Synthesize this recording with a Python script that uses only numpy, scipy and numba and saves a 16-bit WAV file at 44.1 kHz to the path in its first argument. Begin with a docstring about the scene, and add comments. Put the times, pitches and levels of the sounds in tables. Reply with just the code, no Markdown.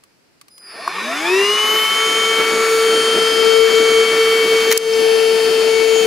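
"""A small switch click in a quiet room is heard first; then a cordless stick vacuum starts beside the microphone.
Chopped current whistles, shaft-locked tones climb to about 448 turns a second, and brushes scratch the commutator.
A flap pops open; turbulent air is noise shaped by the ducts, its nozzle on carpet along a skirting board.
Later the nozzle tips up and grit, as short resonant blows and dense ticks, rattles up the tube.
The recorder's limiter ducks under the loudest peaks."""
import sys
import numpy as np
from scipy import signal
from scipy.fft import rfft, irfft
from scipy.io import wavfile
from scipy.ndimage import uniform_filter1d, minimum_filter1d
from numba import njit

SR = 44100
rng = np.random.default_rng(int(sys.argv[2]) if len(sys.argv) > 2 else 0)


def transcribe(u):
    """Save the signal u as a 16-bit wav file named by the first command-line argument.

    u: samples, shape (n,) or (channels, n), limited to [-1, 1]; the rate is SR.
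    q: integer samples, one column per channel.
    """
    v = np.clip(np.atleast_2d(u).T, -1, 1)
    q = np.round(v * 32767).astype(np.int16)
    wavfile.write(sys.argv[1], SR, q)


N = 267334
TIME = np.arange(N) / SR  # seconds
FREQ = np.maximum(np.fft.rfftfreq(N, 1 / SR), 1)  # Hz

# The motor starts, gains speed evenly under its current limit, then eases up to full speed.
POWER_ON_S, START_S, RAMP_END_S, BREAKAWAY_S = 0.497, .622, 1.25, .028
RAMP_HZ_PER_S, FULL_HZ = 534.2, 448.5
# Time constants of the final approach to full speed, in seconds.
EASE_S = (.132, .35)
# The suction load slowly drags the motor down a little.
SAG_FROM_S, SAG_S, SAG_HZ = 4.5, 1.02, 1.96
# The nozzle tips away from the skirting board.
TIP_FROM_S, TIP_S = 4.57, 0.48
CHOP_HZ = 4984.3  # rate of the current chopper
TOP_HZ = 15600  # upper edge of the recorded band

# Loud whines. Each entry: name, multiple of the shaft speed.
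WHINE_ORDERS = {"rotor 2": 2, "bearing": 2.573, "rotor 3": 3, "commutator": 5, "fan": 7, "commutator 2": 10,
                "commutator 3": 15}
# Growth of the whines. Each row: name, level in dB at full speed before the casing, power of the speed,
# drift in dB per s as the hand wanders, change in dB with the nozzle tipped.
WHINES = [("rotor 2", -43, 0.33, -0.86, 5), ("bearing", -28, 1.77, -2.3, -10.5),
          ("rotor 3", -27, 6.5, -2.16, -5), ("commutator", -23.5, 1.87, 0.067, -9.5),
          ("fan", -20.5, 1.95, -1.71, -3.5), ("commutator 2", -27, 1.6, -1.3, 1),
          ("commutator 3", -30.5, 5.1, -1.4, 0)]
# Standing waves shift past the microphone. Each row: whine, centre in seconds, length in seconds, change in dB.
STANDING_WAVES = [("commutator 3", 1.85, 0.13, -16), ("commutator 2", 1.9, 1, -11.5),
                  ("commutator 3", 2.42, .13, -8), ("fan", 2.66, .3, -15), ("commutator", 3.15, .6, -9),
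                  ("bearing", 3.2, .6, -8), ("commutator 3", 3.3, 0.55, -6), ("commutator 3", 4.29, .4, -9),
                  ("rotor 3", 4.72, 0.49, -14), ("commutator 3", 5.18, 0.59, -16),
                  ("commutator", 5.53, .2, -10), ("commutator", 5.78, 0.13, 8.2),
                  ("commutator 3", 5.98, 0.074, 9.7), ("fan", 6.0, 0.12, 5.8)]
# Weaker shaft tones; the fractions come from the bearing. Each entry: multiple of the shaft speed.
WEAK_ORDERS = [4, 4.146, 4.573, 5.146, 6, 7.146, 8, 9, 12, 14, 20, 21, 22, 25, 26, 28, 30, 35]
# Their strengths in the same order. Each entry: level in dB at full speed before the casing.
WEAK_DB = [-38.5, -47, -38, -42.5, -40.5, -48, -62, -46.5, -47, -44, -39.5, -51, -51, -44.5, -67, -62, -50,
           -64]
# Hum of the rotor's unbalance, before trim and flutter. Each row: time in seconds, level in dB.
HUM = [(2.08, -23.5), (2.59, -19), (3.81, -15.5), (4.68, -12.5)]
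# Casing resonances and nulls the tones glide through. Each row: centre in Hz, width in Hz, lift in dB.
CASING = [(374.6, 77, 13), (422.3, 9, -10), (439, 3.5, -17.5), (669, 89, 17), (863, 54, 7),
          (1433, 214, 6.5), (1640, 79, 0), (2087, 125, -5.5), (2966, 350, 4.5), (3480, 73, 4.5),
          (12930, 460, 17), (15200, 510, 13)]
# Whistle of the chopped battery current. Each row: time in seconds, level in dB.
CHOPPER = [(0.53, -52.5), (0.7, -44.5), (1.46, -32), (1.95, -41), (2.84, -46), (3.29, -31), (4.12, -43),
           (5.34, -36), (6.0, -39)]
# Sidebands the commutator adds to the whistle. Each row: multiple of the speed added, relative level in dB.
SIDEBANDS = [(-10, -7.5), (-7, -17), (-5, -1), (-2, -17), (2, -12), (5, -9), (10, -22)]
# Motor housing rung by the brushes. Each row: centre in Hz, width in Hz, relative level in dB.
HOUSING = [(1117, 120, 4), (1826, 46, 5.5), (2330, 190, 3), (3480, 140, -1.5)]
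# Colour of the air before the duct resonances. Each row: frequency in Hz, density in dB per Hz.
AIR_COLOUR = [(30, -109), (60, -86), (110, -79), (200, -62.5), (290, -60), (420, -52), (580, -62),
              (1000, -65.5), (1400, -59.5), (3000, -66), (5500, -67), (8200, -74.5), (10000, -71),
              (15500, -88.5)]
# Resonances of tube and dust bin. Each row: centre in Hz, width in Hz, lift in dB.
DUCT = [(717, 43, 2.5), (1323, 37, 6), (1780, 87, 2), (2470, 43, 4.5), (3580, 390, 3.5), (7360, 140, 5.5)]
# Rumble, rush and hiss in turn. Each row: gain in dB at full speed, power of the speed,
# change in dB with the nozzle tipped.
SUCTION = [(0.5, 0.88, -1.7), (2, 0.94, -5), (1.44, 1.6, -2)]
# The airflow surges. Each row: centre in seconds, length in seconds, lift of the hum in dB,
# lift of the rumble in dB (the rush gets half).
SURGES = [(3.0, 0.83, 1, 1.5), (3.67, 0.16, 2.5, 2.5), (4.006, 0.096, 4, 3.5), (4.338, 0.045, 2, 0)]
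# Resonances of the nozzle mouth. Each row: centre in Hz, width in Hz, level in dB against the board,
# level in dB tipped open; both before speed scaling.
MOUTH = [(700, 300, -44.5, -34.5), (2660, 510, -49, -31.5)]
# The body drifts to the left, scaled for each source. Each row: time in seconds, left minus right in dB.
PAN = [(0, 5), (1, 2), (1.75, 2), (3, 3.5), (4.5, 5.5), (6, 7)]
# The inlet flap pops open. Each row: start in seconds, peak in dB.
FLAP = [(.8772, -5)]
# Modes of the flap. Each row: frequency in Hz, relative level in dB, 60 dB decay time in seconds.
FLAP_MODES = [(1116, -1, 0.011), (940, -25, 0.013), (1510, -10, 0.0099), (4800, -18, .005)]
# Grit hits the tube. Each row: start in seconds, peak in dB before the limiter.
GRIT = [(4.7125, -9), (4.7228, -0.5), (4.7255, -1), (4.7752, 11)]
# Modes of the tube wall. Each row: frequency in Hz, relative level in dB, 60 dB decay time in seconds.
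TUBE_MODES = [(5430, -2, 0.0079), (7100, -12, 0.0058), (9000, -2, 0.0071), (8700, -7.5, 0.0071),
              (10240, -12, 0.011), (12000, -12, 0.005)]
# One grain pings the bin. Each row: start in seconds, peak in dB.
PING = [(4.9352, -13)]
# Mode of the bin. Each row: frequency in Hz, relative level in dB, 60 dB decay time in seconds.
PING_MODES = [(5370, 0, 0.018)]
# Clicks of the switch and handle. Each row: start in seconds, peak in dB.
SWITCH = [(.0365, -34), (.4125, -30.5), (.482, -34.5), (.579, -31.5)]
# Modes of the plastic handle. Each row: frequency in Hz, relative level in dB, 60 dB decay time in seconds.
HANDLE_MODES = [(1155, -1, 0.032), (2760, 2, 0.0084), (4420, 7, 0.0073), (10300, -4, 0.011)]
# Quiet room, before stereo widening. Each row: frequency in Hz, density in dB per Hz.
ROOM_TONE = [(30, -105), (120, -92.5), (300, -89), (1000, -99), (2400, -99), (3500, -106), (4700, -100),
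             (6500, -108), (10000, -110), (15000, -119)]


def spin_up():
    """Rotational dynamics: soft breakaway, even climb in turns per second, exponential approach, slight sag."""
    climbing_s = BREAKAWAY_S * np.logaddexp(0, (np.minimum(TIME, RAMP_END_S) - START_S) / BREAKAWAY_S)
    climb = RAMP_HZ_PER_S * climbing_s * ramp(POWER_ON_S, START_S - POWER_ON_S)
    since_ramp = np.maximum(TIME - RAMP_END_S, 0)
    eased = 1 - np.mean([np.exp(-since_ramp / s) for s in EASE_S], axis=0)
    return climb + (FULL_HZ - climb[-1]) * eased - SAG_HZ * ramp(SAG_FROM_S, SAG_S)


def motor(speed, angle, pan_db, tipped, hum_db):
    """Order tones: all lock to the shaft, grow with speed and sweep through the casing's resonances."""
    hum = unbalance_hum(speed, angle, pan_db, tipped, hum_db)
    tones = whines(speed, angle, tipped) + weak_tones(speed, angle, tipped)
    # the whines jump up when the current limit lets go
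    drive = undb(-5.0 * (1 - ramp(RAMP_END_S, 0.004)))
    return hum + drive * tones * panned(0.74 * pan_db)


def unbalance_hum(speed, angle, pan_db, tipped, hum_db, trim_db=-1.9, flutter_db=2.07):
    """Rotating unbalance: one cycle a turn, with turbulent flutter that calms as the nozzle tips."""
    flutter = flutter_db * (1 - .75 * tipped) * walk(22.23)
    gain = undb(hum_db + trim_db - 1.5 * tipped + flutter)
    hum = tone(angle, fade=0.016, spread=0.16)
    return hum * gain * casing(speed) * grown(speed, 1.6) * panned(pan_db)


def whines(speed, angle, tipped, rough=0.11):
    """Harmonic excitation: rotor, bearing, commutator and fan sound at fixed multiples of the speed."""
    # while the pitch glides, the tones stumble through many small resonances
    gliding = 1 - speed / speed.max()
    running_s = np.maximum(TIME - RAMP_END_S, 0)
    total = 0
    for name, db, growth, drift_db_per_s, tipped_db in WHINES:
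        order = WHINE_ORDERS[name]
        stumble = undb(4 * gliding * (np.clip(walk(45), -2, 1) - .2))
        fades_db = sum(swell(*row) for which, *row in STANDING_WAVES if which == name)
        moved_db = drift_db_per_s * running_s + tipped_db * tipped + fades_db
        gain = undb(db + moved_db) * casing(order * speed) * grown(speed, growth)
        roughness = 1 + rough * walk(90)
        total = total + tone(order * angle, fade=0.028, spread=0.12) * gain * stumble * roughness
    return total


def weak_tones(speed, angle, tipped):
    """Multipath interference: weaker orders vary more with the moving reflections the higher they lie."""
    total = 0
    for order, db in zip(WEAK_ORDERS, WEAK_DB):
        partial = tone(order * angle, fade=0.054 + 0.048 * order, spread=0.65, drift_rate=3.3)
        total = total + partial * undb(db) * casing(order * speed)
    return total * undb(-1 * tipped) * grown(speed, 5.1)


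def casing(hz, cutoff_hz=230):
    """Radiation of a small body: resonances and nulls weight a tone, and little bass escapes."""
    return undb(lift(hz, CASING)) * hz ** 4 / (hz ** 4 + cutoff_hz ** 4)


def tone(phase, fade, spread, drift_rate=2.535):
    """Interference: a sine adds to reflections that shift as the hand moves and differ at the two ears."""
    knots = np.arange(0, N / SR + 1, 1 / drift_rate)
    common, apart = rng.standard_normal((2, len(knots))) + 1j * rng.standard_normal((2, len(knots)))
    paths = np.array([np.interp(TIME, knots, 1 + fade * common + ear * spread * apart) for ear in (1, -1)])
    phase = phase + 2 * np.pi * rng.random()
    return np.sqrt(2 / (1 + fade ** 2)) * (paths.real * np.sin(phase) + paths.imag * np.cos(phase))


def controller(speed, angle, settle_hz=400):
    """Modulation: chopped current makes the windings whistle, and the commutator splits it into sidebands."""
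    db, = curves(CHOPPER)
    phase = 2 * np.pi * CHOP_HZ * TIME
    # the sidebands fade once the motor is up to speed
    starting = np.clip(speed / 20, 0, 1) * np.exp(-(speed / settle_hz) ** 6)
    sidebands = 0
    for order, side_db in SIDEBANDS:
        uneven = undb(side_db + 3 * walk(34.4))
        sidebands = sidebands + uneven * tone(phase + order * angle, fade=0.17, spread=0.12, drift_rate=8.5)
    harmonics = np.sin(2 * phase) + undb(-14) * np.sin(3 * phase)
    commutation = 1 + .4 * starting * np.sin(5 * angle)
    overtones = undb(-2 - 20 * grown(speed, 1.15)) * np.sqrt(2) * harmonics * commutation
    whistle = tone(phase, fade=0.19, spread=0.053) + starting * sidebands + overtones
    return whistle * undb(db) * ramp(POWER_ON_S, .018)


def brushes(speed, angle, starting_db=-25.5, running_db=-43, full_scrape_hz=195):
    """Friction excitation: carbon brushes cross the commutator gaps and ring the housing, hardest at the start."""
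    gaps = np.cos(5 * angle)
    scratch = irfft(stereo_noise(0.19), N) * (1 + gaps) * undb(2.0 * walk(59.73))
    ring = sum(undb(db) * band(scratch, hz, width) for hz, width, db in HOUSING)
    ring = signal.sosfilt(signal.butter(2, [700, 3200], "bandpass", fs=SR, output="sos"), ring)
    level_db = starting_db + (running_db - starting_db) * ramp(1.27, 2.6)
    return ring / ring.std() * undb(level_db) * np.minimum(speed / full_scrape_hz, 1) ** 1.65


def suction(speed, angle, pan_db, tipped, surge_db, rumble_hz=750, hiss_hz=2900):
    """Turbulent flow: rumble builds and gusts, hiss stays smooth, and the rotor pulses the upper bands each turn."""
    shape = colour(AIR_COLOUR) * undb(lift(FREQ, DUCT))
    # the stereo image is widest in the deep bass and the treble
    width = .3 + .5 * (FREQ / 11500) ** 2 + 0.89 / (1 + (FREQ / 80) ** 2)
    noise = shape * stereo_noise(width)
    low = 1 / (1 + (FREQ / rumble_hz) ** 6)
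    high = 1 / (1 + (hiss_hz / FREQ) ** 12)
    bands = []
    for share, (db, growth, tipped_db) in zip((low, 1 - low - high, high), SUCTION):
        bands.append(irfft(noise * share, N) * undb(db + tipped_db * tipped) * grown(speed, growth))
    rumble, rush, hiss = bands
    build_db = -4.0 * (1 - ramp(RAMP_END_S, 1.7))
    rumble = rumble * undb(2.6 * walk(24.8) + surge_db + build_db)
    rush = rush * undb(1.3 * walk(24.76) + .5 * surge_db)
    upper = (rush + hiss) * (1 + 0.093 * np.sin(angle))
    return (rumble + upper) * panned(0.39 * pan_db)


def nozzle(speed, pan_db, tipped):
    """Cavity resonance: passing air excites the mouth's broad resonances, which hoot as it tips open."""
    out = 0
    for hz, width, closed_db, open_db in MOUTH:
        hoot = band(band(irfft(stereo_noise(0.79), N), hz, width), hz, width)
        out = out + hoot / hoot.std() * undb(closed_db + (open_db - closed_db) * tipped)
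    return out * grown(speed, 4.8) * panned(1.2 * pan_db)


def inlet_flap():
    """Impulse response: the flap pops open and rings its few damped modes."""
    return knocks(FLAP, FLAP_MODES, crack=.06, crack_t60=0.018, width=0.13, low_hz=500)


def grit():
    """Impact excitation: single grains strike the tube wall amid a patter of fine sand."""
    return knocks(GRIT, TUBE_MODES, crack=2.1, crack_t60=0.012, width=0.84, low_hz=3530) + rattle()


def rattle(centre_s=4.721, spread_s=0.0069, grains_per_s=2500, peak_db=2.0):
    """Random impacts: a pinch of fine sand patters up the tube and wakes the housing's ring."""
    density = np.exp(-.5 * ((TIME - centre_s) / spread_s) ** 2)
    grains = (rng.random(N) < density * grains_per_s / SR) * rng.standard_normal(N)
    tick = rng.standard_normal((2, 90)) * np.exp(-np.arange(90) / 25)
    sand = signal.fftconvolve(grains[None], tick + tick[::-1] * .5, axes=1)[:, :N]
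    sand = sand + 2.2 * band(sand, 2640, 720)
    sand = signal.sosfilt(signal.butter(1, 7000, fs=SR, output="sos"), treble(sand, 1800))
    return undb(peak_db) * sand / np.abs(sand).max()


def bin_ping():
    """Single-mode response: one grain pings the bin."""
    return knocks(PING, PING_MODES, crack=.1, crack_t60=.01, width=.3, low_hz=3000)


def handle_clicks():
    """Impulse response: the switch and handle click through the modes of the plastic."""
    return knocks(SWITCH, HANDLE_MODES, crack=1.4, crack_t60=0.029, width=0.99, low_hz=900)


def knocks(events, modes, crack, crack_t60, width, low_hz, high_hz=12000):
    """Modal synthesis: each blow rings the damped modes of a part, with a short noisy crack."""
    out = np.zeros((2, N))
    t = TIME[:SR // 10]
    crack_filter = signal.butter(2, min(high_hz, SR * .45), fs=SR, output="sos")
    for s, db in events:
        # phases differ between the ears
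        offsets = width * rng.standard_normal((len(modes), 2, 1))
        ring = 0
        for (hz, mode_db, t60), offset in zip(modes, offsets):
            ring = ring + undb(mode_db - 60 * t / t60) * np.sin(2 * np.pi * hz * t + offset)
        snap = signal.sosfilt(crack_filter, rng.standard_normal((2, len(t))))
        blow = ring + crack * snap * undb(-60 * t / crack_t60)
        hit = treble(blow * (1 - np.exp(-t / 0.0012)), low_hz)
        start = int(s * SR)
        out[:, start:start + len(t)] += undb(db) * hit / np.abs(hit).max()
    return out


def quiet_room():
    """Diffuse field: faint coloured noise with equal mid and side parts."""
    return irfft(colour(ROOM_TONE) * stereo_noise(1.0), N)


def undb(db):
    """Level law: decibels to amplitude gain."""
    return 10 ** (np.asarray(db) / 20)


def curves(table):
    """Linear interpolation: each column of a table is joined by straight lines in time."""
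    s, *columns = np.transpose(table)
    return [np.interp(TIME, s, c) for c in columns]


def colour(points):
    """Spectral density: the gain that gives unit white noise the listed density."""
    hz, db = np.transpose(points)
    return undb(np.interp(np.log(FREQ), np.log(hz), db)) * np.sqrt(SR / 2)


def walk(rate):
    """Slow random modulation: smooth chance of unit spread, renewed rate times a second."""
    k = max(int(SR / rate), 2)
    held = np.repeat(rng.standard_normal(N // k + 2), k)
    smooth = uniform_filter1d(uniform_filter1d(held, k), k)[:N]
    return smooth / smooth.std()


def panned(pan_db):
    """Interaural level difference: left and right gains with a mean of one."""
    gains = undb(np.array([pan_db, -pan_db]) / 2)
    return gains / gains.mean(axis=0)


def stereo_noise(width):
    """Partial coherence: spectra of left and right noise share a mid part and oppose a side part."""
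    mid, side = rfft(rng.standard_normal((2, N)))
    return np.array([mid + width * side, mid - width * side])


def band(x, hz, width):
    """Simple resonator: two poles with a peak gain of one."""
    return signal.lfilter(*signal.iirpeak(hz, hz / width, fs=SR), x)


def lift(hz, resonances):
    """Resonance curves: the decibels that a set of resonances adds at these frequencies."""
    return sum(db / (1 + (2 * (hz - centre) / width) ** 2) for centre, width, db in resonances)


def treble(x, low_hz):
    """Radiation efficiency: small parts radiate little bass."""
    return signal.sosfilt(signal.butter(2, low_hz, "highpass", fs=SR, output="sos"), x)


def ramp(from_s, length_s):
    """Linear transition: an even change from zero to one."""
    return np.clip((TIME - from_s) / length_s, 0, 1)


def swell(s, length_s, db):
    """Bell-shaped change: decibels depart smoothly around a moment and return."""
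    return db * .5 ** ((2 * (TIME - s) / length_s) ** 2)


def grown(speed, power):
    """Power law: the gain of a sound that grows with the motor's speed."""
    return (speed / FULL_HZ) ** max(power, .1)


@njit
def follow(x, attack, release):
    """Envelope detection: the level rises fast and sinks slowly."""
    out, e = np.empty(len(x)), 0.
    for i in range(len(x)):
        e += (x[i] - e) * (attack if x[i] > e else release)
        out[i] = e
    return out


def scene():
    """Superposition: the shaft drives machine and air, tipping recolours them, and knocks and the room are added."""
    speed = spin_up()
    tipped = ramp(TIP_FROM_S, TIP_S)
    pan_db, = curves(PAN)
    hum_db = curves(HUM)[0] + sum(swell(s, length_s, db) for s, length_s, db, _ in SURGES)
    surge_db = sum(swell(s, length_s, db) for s, length_s, _, db in SURGES)
    # the shaft angle in radians, with a trace of speed jitter
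    angle = 2 * np.pi * np.cumsum(speed * (1 + 0.00017 * walk(9))) / SR
    machine = motor(speed, angle, pan_db, tipped, hum_db) + controller(speed, angle) + brushes(speed, angle)
    air = suction(speed, angle, pan_db, tipped, surge_db) + nozzle(speed, pan_db, tipped)
    impacts = inlet_flap() + grit() + bin_ping() + handle_clicks()
    return machine + air + impacts + quiet_room()


def record(dry, ceiling_db=-2.5, attack_s=0.00017, release_s=0.13):
    """Peak limiting: the gain ducks around the loudest peaks and recovers slowly; the top of the band is cut."""
    envelope = follow(np.abs(dry).max(axis=0), 1 - np.exp(-1 / (attack_s * SR)), 1 / (release_s * SR))
    gain = np.minimum(1, undb(ceiling_db) / (envelope + 1e-9))
    # centred windows let the gain begin to fall slightly ahead of a peak
    held = minimum_filter1d(gain, size=111)
    ahead = uniform_filter1d(uniform_filter1d(held, size=65), size=45)
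    return signal.sosfilt(signal.ellip(10, .2, 80, TOP_HZ, fs=SR, output="sos"), dry * ahead)


dry = scene()
out = record(dry)
transcribe(out)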